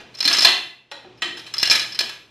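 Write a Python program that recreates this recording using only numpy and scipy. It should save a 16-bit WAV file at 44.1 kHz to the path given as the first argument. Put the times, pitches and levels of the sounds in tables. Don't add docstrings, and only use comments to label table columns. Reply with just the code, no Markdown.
import sys
import numpy as np
from scipy import signal
from scipy.fft import rfft, irfft, next_fast_len
from scipy.io import wavfile
from scipy.ndimage import uniform_filter1d

SR = 44100
rng = np.random.default_rng(int(sys.argv[2]) if len(sys.argv) > 2 else 0)


def file_out(sig):
    cols = np.atleast_2d(sig).T
    lim = np.clip(cols, -1, 1)
    pcm = np.round(lim * 32767).astype(np.int16)
    wavfile.write(sys.argv[1], SR, pcm)


def amplitude_ratio(level_db):
    exponent = np.asarray(level_db, float) / 20
    return 10 ** exponent


N = 101429

# pitch_hz, level_db (per Hz)
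SHEET_NOISE = [(24, -43), (40, -47), (277, -12), (354, -14.5), (968, -10.5), (1660, -11.5), (2780, -3),
               (12100, -27), (14000, -37)]
ATTACK_S = 0.0002


def evened(x):
    return x / np.sqrt(np.mean(x ** 2) + 1e-20)


def curve(points, hz):
    f, value = np.transpose(points)
    return np.interp(np.log(hz + 1), np.log(f + 1), value)


def over_time(points):
    return amplitude_ratio(np.interp(np.arange(N) / SR, *np.transpose(points)))


def add(mix, start_s, sound):
    part = mix[max(round(start_s * SR), 0):][:len(sound)]
    part += sound[:len(part)]


def noise(points, count, tilt_db=0):
    hz = np.fft.rfftfreq(count, 1 / SR)
    colour_db = curve(points, hz) + tilt_db * np.log2(hz / 2000 + 0.06)
    return evened(irfft(rfft(rng.standard_normal(count)) * amplitude_ratio(colour_db), count))


def ring(modes, extra_db, length_s, count, free=1):
    spread_db, detune, flutter_db = 3, 0.003, 2
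    hz, db, t60 = np.array(modes, float).T[:, :, None]
    t = np.arange(count) / SR
    chance = rng.standard_normal((3, len(modes), 1))
    flutter_t = np.arange(24) * 0.00304
    wobbles = rng.standard_normal((len(modes), 24))
    flutter = np.array([np.interp(t, flutter_t, row, right=0) for row in wobbles])
    fade_db = 60 * np.maximum(t - length_s, 0) / (free * t60)
    level_db = db + extra_db(hz) + spread_db * chance[0] + flutter_db * flutter - fade_db
    tones = amplitude_ratio(level_db) * np.sin(2 * np.pi * hz * (1 + detune * chance[1]) * t + chance[2])
    return tones.sum(0) * np.minimum(t / ATTACK_S, 1) / np.linalg.norm(amplitude_ratio(db))


def chatter(sound, length_s):
    contacts_per_s, spread_db, first_db, fade_s = 900, 0.5, 0.5, 0.0061
    chance, uneven = rng.random((2, 2048))
    t = np.arange(2048) / SR
    taps = (chance < contacts_per_s / SR) * np.sign(uneven - 0.5)
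    taps = taps * amplitude_ratio(-spread_db * abs(2 * uneven - 1)) * np.clip((length_s - t) / fade_s, 0, 1)
    taps[0] = amplitude_ratio(first_db)
    return signal.fftconvolve(sound, taps / np.linalg.norm(taps))


def background():
    # pitch_hz, level_db (per Hz)
    air_colour = [(15, -25.5), (25, -11.5), (382, -1.5), (1970, -15), (2440, -9.5), (3180, -11),
                  (5400, -20.5), (12600, -51.5), (14000, -49)]
    # time_s, level_db
    background_swell = [(0, 14), (.6, 0), (.88, -2), (1.1, 9.5), (1.9, 12), (2.3, 3.5)]
    # pitch_hz, level_db, width_hz
    hums = [(122, -69.5, 6.6)]
    t = np.arange(N) / SR
    out = amplitude_ratio(-63) * noise(air_colour, N)
    for hz, db, width_hz in hums:
        random_pair = rng.standard_normal(N) + 1j * rng.standard_normal(N)
        waver = signal.lfilter([1], [1, -np.exp(-np.pi * abs(width_hz) / SR)], random_pair)
        hum = (evened(abs(waver)) + 1) * np.exp(1j * (2 * np.pi * hz * t + np.angle(waver)))
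        out = out + amplitude_ratio(db) * evened(hum.real)
    return out * over_time(background_swell)


def fidget():
    # pitch_hz, level_db (per Hz)
    hiss_colour = [(1000, -22), (5000, 8), (13000, -7)]
    # time_s, level_db
    hand_moves = [(0, -13), (.14, 14), (.7, 12), (0.899, -39.5), (.93, 3), (1.15, -15), (1.251, 19.5),
                  (2.3, 5)]
    return amplitude_ratio(-81) * over_time(hand_moves) * noise(hiss_colour, N)


def shake(tilt_db, length_s, count=8192, low_db=0):
    # pitch_hz, level_db, t60_s (time to fall 60 dB)
    sheet_modes = [(356.5, -13, 0.43), (684, -8.5, 0.24), (896, -15.5, 0.27), (1283, 0, 0.1),
                   (1568, -4.5, 0.28), (1700, 3, 0.14), (1895, -0.5, 0.15), (2005, -6.5, 0.22),
                   (2444, 5, 0.062), (2707, -2.5, 0.11), (3073, 3.5, 0.18), (3407, 5, 0.17),
                   (3890, 3, 0.15), (4033, 6, 0.051)]
    rustle_db, rustle_t60_s, rustle_rise_s, body_hz = 3.5, 0.082, 0.00037, 790
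    t = np.arange(count) / SR
    rustle = amplitude_ratio(rustle_db - 60 * t / rustle_t60_s) * noise(SHEET_NOISE, count, tilt_db)
    rustle = rustle * np.minimum(t / rustle_rise_s, 1)
    tones = ring(sheet_modes, lambda hz: tilt_db * np.log2(hz / 2000), length_s / 2, count)
    sound = chatter(rustle, length_s)[:count] + tones
    hz = np.fft.rfftfreq(count, 1 / SR)
    return irfft(rfft(sound) * amplitude_ratio(low_db / (1 + (hz / body_hz) ** 2)), count)


def knock(db, length_s, tilt_db, low_db):
    return amplitude_ratio(db - 12.5) * shake(tilt_db, length_s, low_db=low_db)


def yard(x, count=3):
    # pitch_hz, t60_s
    echo_times = [(100, 0.76), (500, 0.46), (2500, 0.49), (5000, 0.39), (13000, 0.43)]
    # pitch_hz, level_db
    echo_colour = [(300, 0), (1500, -1.5), (2900, 0), (4500, 2), (9000, -2)]
    delay_s, fill_s, smear_hz, shifts_per_s = 0.008, 0.013, 40, 30
    drift = np.cumsum(rng.standard_normal(N)) * np.sqrt(2 * np.pi * smear_hz / SR)
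    blur = np.exp(1j * uniform_filter1d(drift, size=40))
    blurred = (signal.hilbert(x, next_fast_len(N))[:N] * blur).real
    filling = 1 - np.exp(-np.arange(SR) / SR / fill_s)
    out = np.zeros(N)
    for k in range(count):
        taps = np.zeros(SR)
        at = np.arange(round(delay_s * SR), SR - 20, 20)
        taps[at + rng.integers(0, 20, len(at))] = rng.choice([-1., 1.], len(at))
        hz, t, z = signal.stft(taps * filling, SR, nperseg=256)
        fade_db = 60 * t / curve(echo_times, hz)[:, None]
        shaped = z * amplitude_ratio(curve(echo_colour, hz)[:, None] - fade_db)
        tail = signal.istft(shaped, SR, nperseg=256)[1]
        share = np.cos(np.pi * (np.arange(N) / SR * shifts_per_s + k / count)) * np.sqrt(2 / count)
        out += signal.fftconvolve(blurred * share, tail / np.linalg.norm(tail))[:N]
    return out


def bite(db, length_s, sheet_db, high_db, count=4096):
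    # pitch_hz, level_db, t60_s
    tool_modes = [(1694, -18, .07), (2004, -20, .06), (2420, -14, .07), (3560, -13, .04), (4030, -13, .04),
                  (4190, 0, .045), (4433, -11, .04), (4627, -14, .035), (5006, -5, .04), (5163, -6, .045),
                  (5398, -4, .055), (6270, -14, .045), (7440, -24, .03), (8120, -25, .03)]
    # pitch_hz, level_db (per Hz)
    crack_colour = [(59, -52), (100, -30), (2520, -28.5), (3030, -19), (4220, 0), (5520, -8.5), (7080, -16),
                    (12400, -19), (14000, -23.5)]
    crack_db, crack_t60_s, snap_db, snap_t60_s = -2, 0.012, -0.5, 0.0017
    high_hz, top_hz, grip = 4800, 5800, 0.45
    t = np.arange(count) / SR
    length_s = min(length_s, 0.016)
    crack = amplitude_ratio(crack_db - 60 * t / crack_t60_s) * np.minimum(t / ATTACK_S, 1) * noise(crack_colour, count)
    crack = chatter(crack, length_s)[:count]
    snap = amplitude_ratio(snap_db - 60 * t / snap_t60_s) * noise(SHEET_NOISE, count)

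    def high_modes(hz):
        return high_db * np.sign(hz - high_hz) * (hz < top_hz)

    steel = ring(tool_modes, high_modes, length_s, count, grip)
    loudness = amplitude_ratio(db - 12)
    glass = amplitude_ratio(sheet_db) * shake(0, length_s, count, low_db=-4)
    return loudness * (steel + crack + snap), loudness * glass


def single_note(db, hz, t60_s):
    t = np.arange(SR // 2) / SR
    return amplitude_ratio(db - 60 * t / t60_s) * np.minimum(t / 0.0027, 1) * np.sin(2 * np.pi * hz * t)


def scene():
    # (raises the modes from 4.8 to 5.8 kHz, lowers those below)
    bites = [(0.1415, -35.5, 0.012, -5, -4.5), (0.1507, -23.5, 0.008, -14.5, 0.5),
             (0.1714, -32, 0.02, -5, 6), (0.187, -21, 0.0069, -8.5, 5.5),
             (0.205, -5.5, 0.0071, -13.5, 1.5), (0.2278, -10.5, 0.0045, -10, 5.5),
             (0.244, -14, 0.008, -8.5, 8), (0.2525, -2.5, 0.012, -11, -3), (0.277, 3, 0.012, -17, -3),
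             (0.2977, -7.5, 0.0089, -9.5, -2.5), (0.309, -11.5, 0.011, 2, 2.5),
             (0.3282, -0.5, 0.013, -10, 1.5), (0.344, -8.5, 0.0097, -2, 3),
             (0.369, -3, 0.0065, -14.5, 1.5), (0.3855, 1.5, 0.012, -18.5, 2),
             (0.407, -2, 0.0059, -12, 1.5), (0.42, -0.5, 0.0098, -12, 0),
             (0.428, -2, 0.013, -10.5, 3), (0.447, 2, 0.013, -13, -2.5),
             (0.4651, -9.5, 0.0082, 0, -5.5),
             (1.5391, -12, 0.0081, -8.5, 5), (1.568, -19.5, 0.0041, -10, 0),
                    (1.5817, -8, 0.007, -21, 4), (1.597, -13, 0.0098, -10, 2.5),
                    (1.6136, -12.5, 0.015, -30, 2.5), (1.6296, 2, 0.006, -12, 4.5),
                    (1.655, -6.5, 0.012, -15.5, 0.5), (1.673, -8, 0.0058, -8, 6),
                    (1.699, 1.5, 0.0069, -14, 2), (1.7092, 1.5, 0.008, -12, 4.5),
                    (1.7229, -6, 0.014, -6.5, 6.5), (1.7544, -2, 0.0094, -11, 0.5),
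                    (1.776, -18.5, .008, -10, 3), (1.796, -10, 0.007, -9, 4),
                    (1.816, -15.5, 0.017, -6.5, 0), (1.9223, -19.5, 0.013, -17, 1),
                    (1.9466, -20.5, 0.015, -6.5, 4.5), (1.9905, 1, 0.0045, -17, 0),
                    (1.995, -11, 0.0075, -13.5, -4), (2.0056, -5, 0.0098, -12, -0.5),
                    (2.04, -25, 0.0033, -5, -8), (2.093, -22.5, 0.0084, -0.5, 2)]
    touches = [
        (1.029, -50, .008, -9, -3),
        (1.175, -45, .03, -1, 6),
        (1.37, -30, 0.017, 4.5, 3),
        (1.393, -25.5, 0.0091, -6, 0),
        (1.464, -32, .02, 4, -1),
    ]
    # start_s, level_db (peak), chatter_s, tilt_db (per octave), low_body_db
    knocks = [
        (0.0, -30, 0.02, -3, 0),
        (0.4487, -1.5, 0.0066, 0, 2.5),
        (0.479, -5.5, 0.018, -3.5, -13.5),
        (0.507, -16.5, .02, -4.5, -30),
        (0.541, -28, 0.018, -3, -15),
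        (0.9144, -20, 0.0051, -3.5, -10),
        (1.043, -37.5, 0.019, -8.5, -3),
        (1.2201, -7, 0.0065, -4, -11.5),
        (1.713, -7, 0.0096, 4.5, 10),
        (2.007, -17.5, 0.0074, -4, -5),
    ]
    # start_s, level_db, pitch_hz, t60_s
    single_rings = [(0.2547, -26.5, 273, 0.08), (.4497, -27.5, 684, 0.067), (0.453, -30.5, 266, 0.026),
                    (0.9164, -41, 569, 0.27), (.9166, -34, 852, 0.093), (1.0574, -46, 365.7, 0.43),
                    (1.046, -44, 778, 0.19), (1.048, -47.5, 583, 0.13), (1.2515, -35, 355, 0.33),
                    (1.7099, -12, 2412, 0.099), (0.448, -8, 4170, 0.088), (.47, -23, 2707, 0.43),
                    (.47, -28.5, 3890, 0.36), (.47, -24.5, 2005, 0.35), (.47, -25, 3510, 0.42),
                    (.915, -35.5, 4060, 0.14), (.915, -41.5, 1903, 0.28), (0.916, -41, 1430, 0.19),
                    (1.22, -29, 1700, 0.17), (1.22, -30, 1895, 0.38), (1.22, -29, 5100, 0.054),
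                    (1.22, -30, 2444, 0.27), (1.632, -22.5, 1685, .12)]
    steel, glass = np.zeros((2, N))
    for start_s, *how in bites + touches:
        steel_part, glass_part = bite(*how)
        add(steel, start_s, steel_part)
        add(glass, start_s, glass_part)
    for start_s, *how in knocks:
        add(glass, start_s, knock(*how))
    for start_s, *how in single_rings:
        add(glass, start_s, single_note(*how))
    work = steel + glass + amplitude_ratio(-3.5) * yard(amplitude_ratio(-7.5) * steel + glass)
    no_rumble = signal.butter(2, 84, "high", fs=SR, output="sos")
    work = signal.sosfilt(no_rumble, work)
    return np.tile(work + background() + fidget(), (2, 1))


def scatter(x):
    band_borders = [5500, 6400, 7800, 10000, 13300]
    hz, t, z = signal.stft(x, SR, nperseg=1024)
    band = np.searchsorted(band_borders, hz)
    on = rng.random((len(t) // 4 + 1, len(band_borders) + 1)) < 0.4
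    on = on.repeat(4, 0)[:len(t)].T[band]
    on = on * ((band > 0) & (band < len(band_borders)))[:, None]
    side = uniform_filter1d(abs(z), 9, 0) * on * np.exp(2j * np.pi * rng.random(z.shape))
    return amplitude_ratio(-3) * signal.istft(side, SR, nperseg=1024)[1][:N]


def low_pass(x):
    return signal.sosfilt(signal.butter(12, 14240, fs=SR, output="sos"), x)


def record(dry):
    ceiling, skew, edge_hz = 0.86, 0.04, 13500
    x = np.clip(dry[0], -ceiling, ceiling)
    x = signal.lfilter([1, -1], [1, -np.exp(-2 * np.pi * 10 / SR)], x + skew * x ** 2)
    x = signal.oaconvolve(x, signal.firwin(255, edge_hz, window=("kaiser", 9), fs=SR), "same")
    side = scatter(x)
    return low_pass(np.array([x + side, x - side]))


dry = scene()
out = record(dry)
file_out(out)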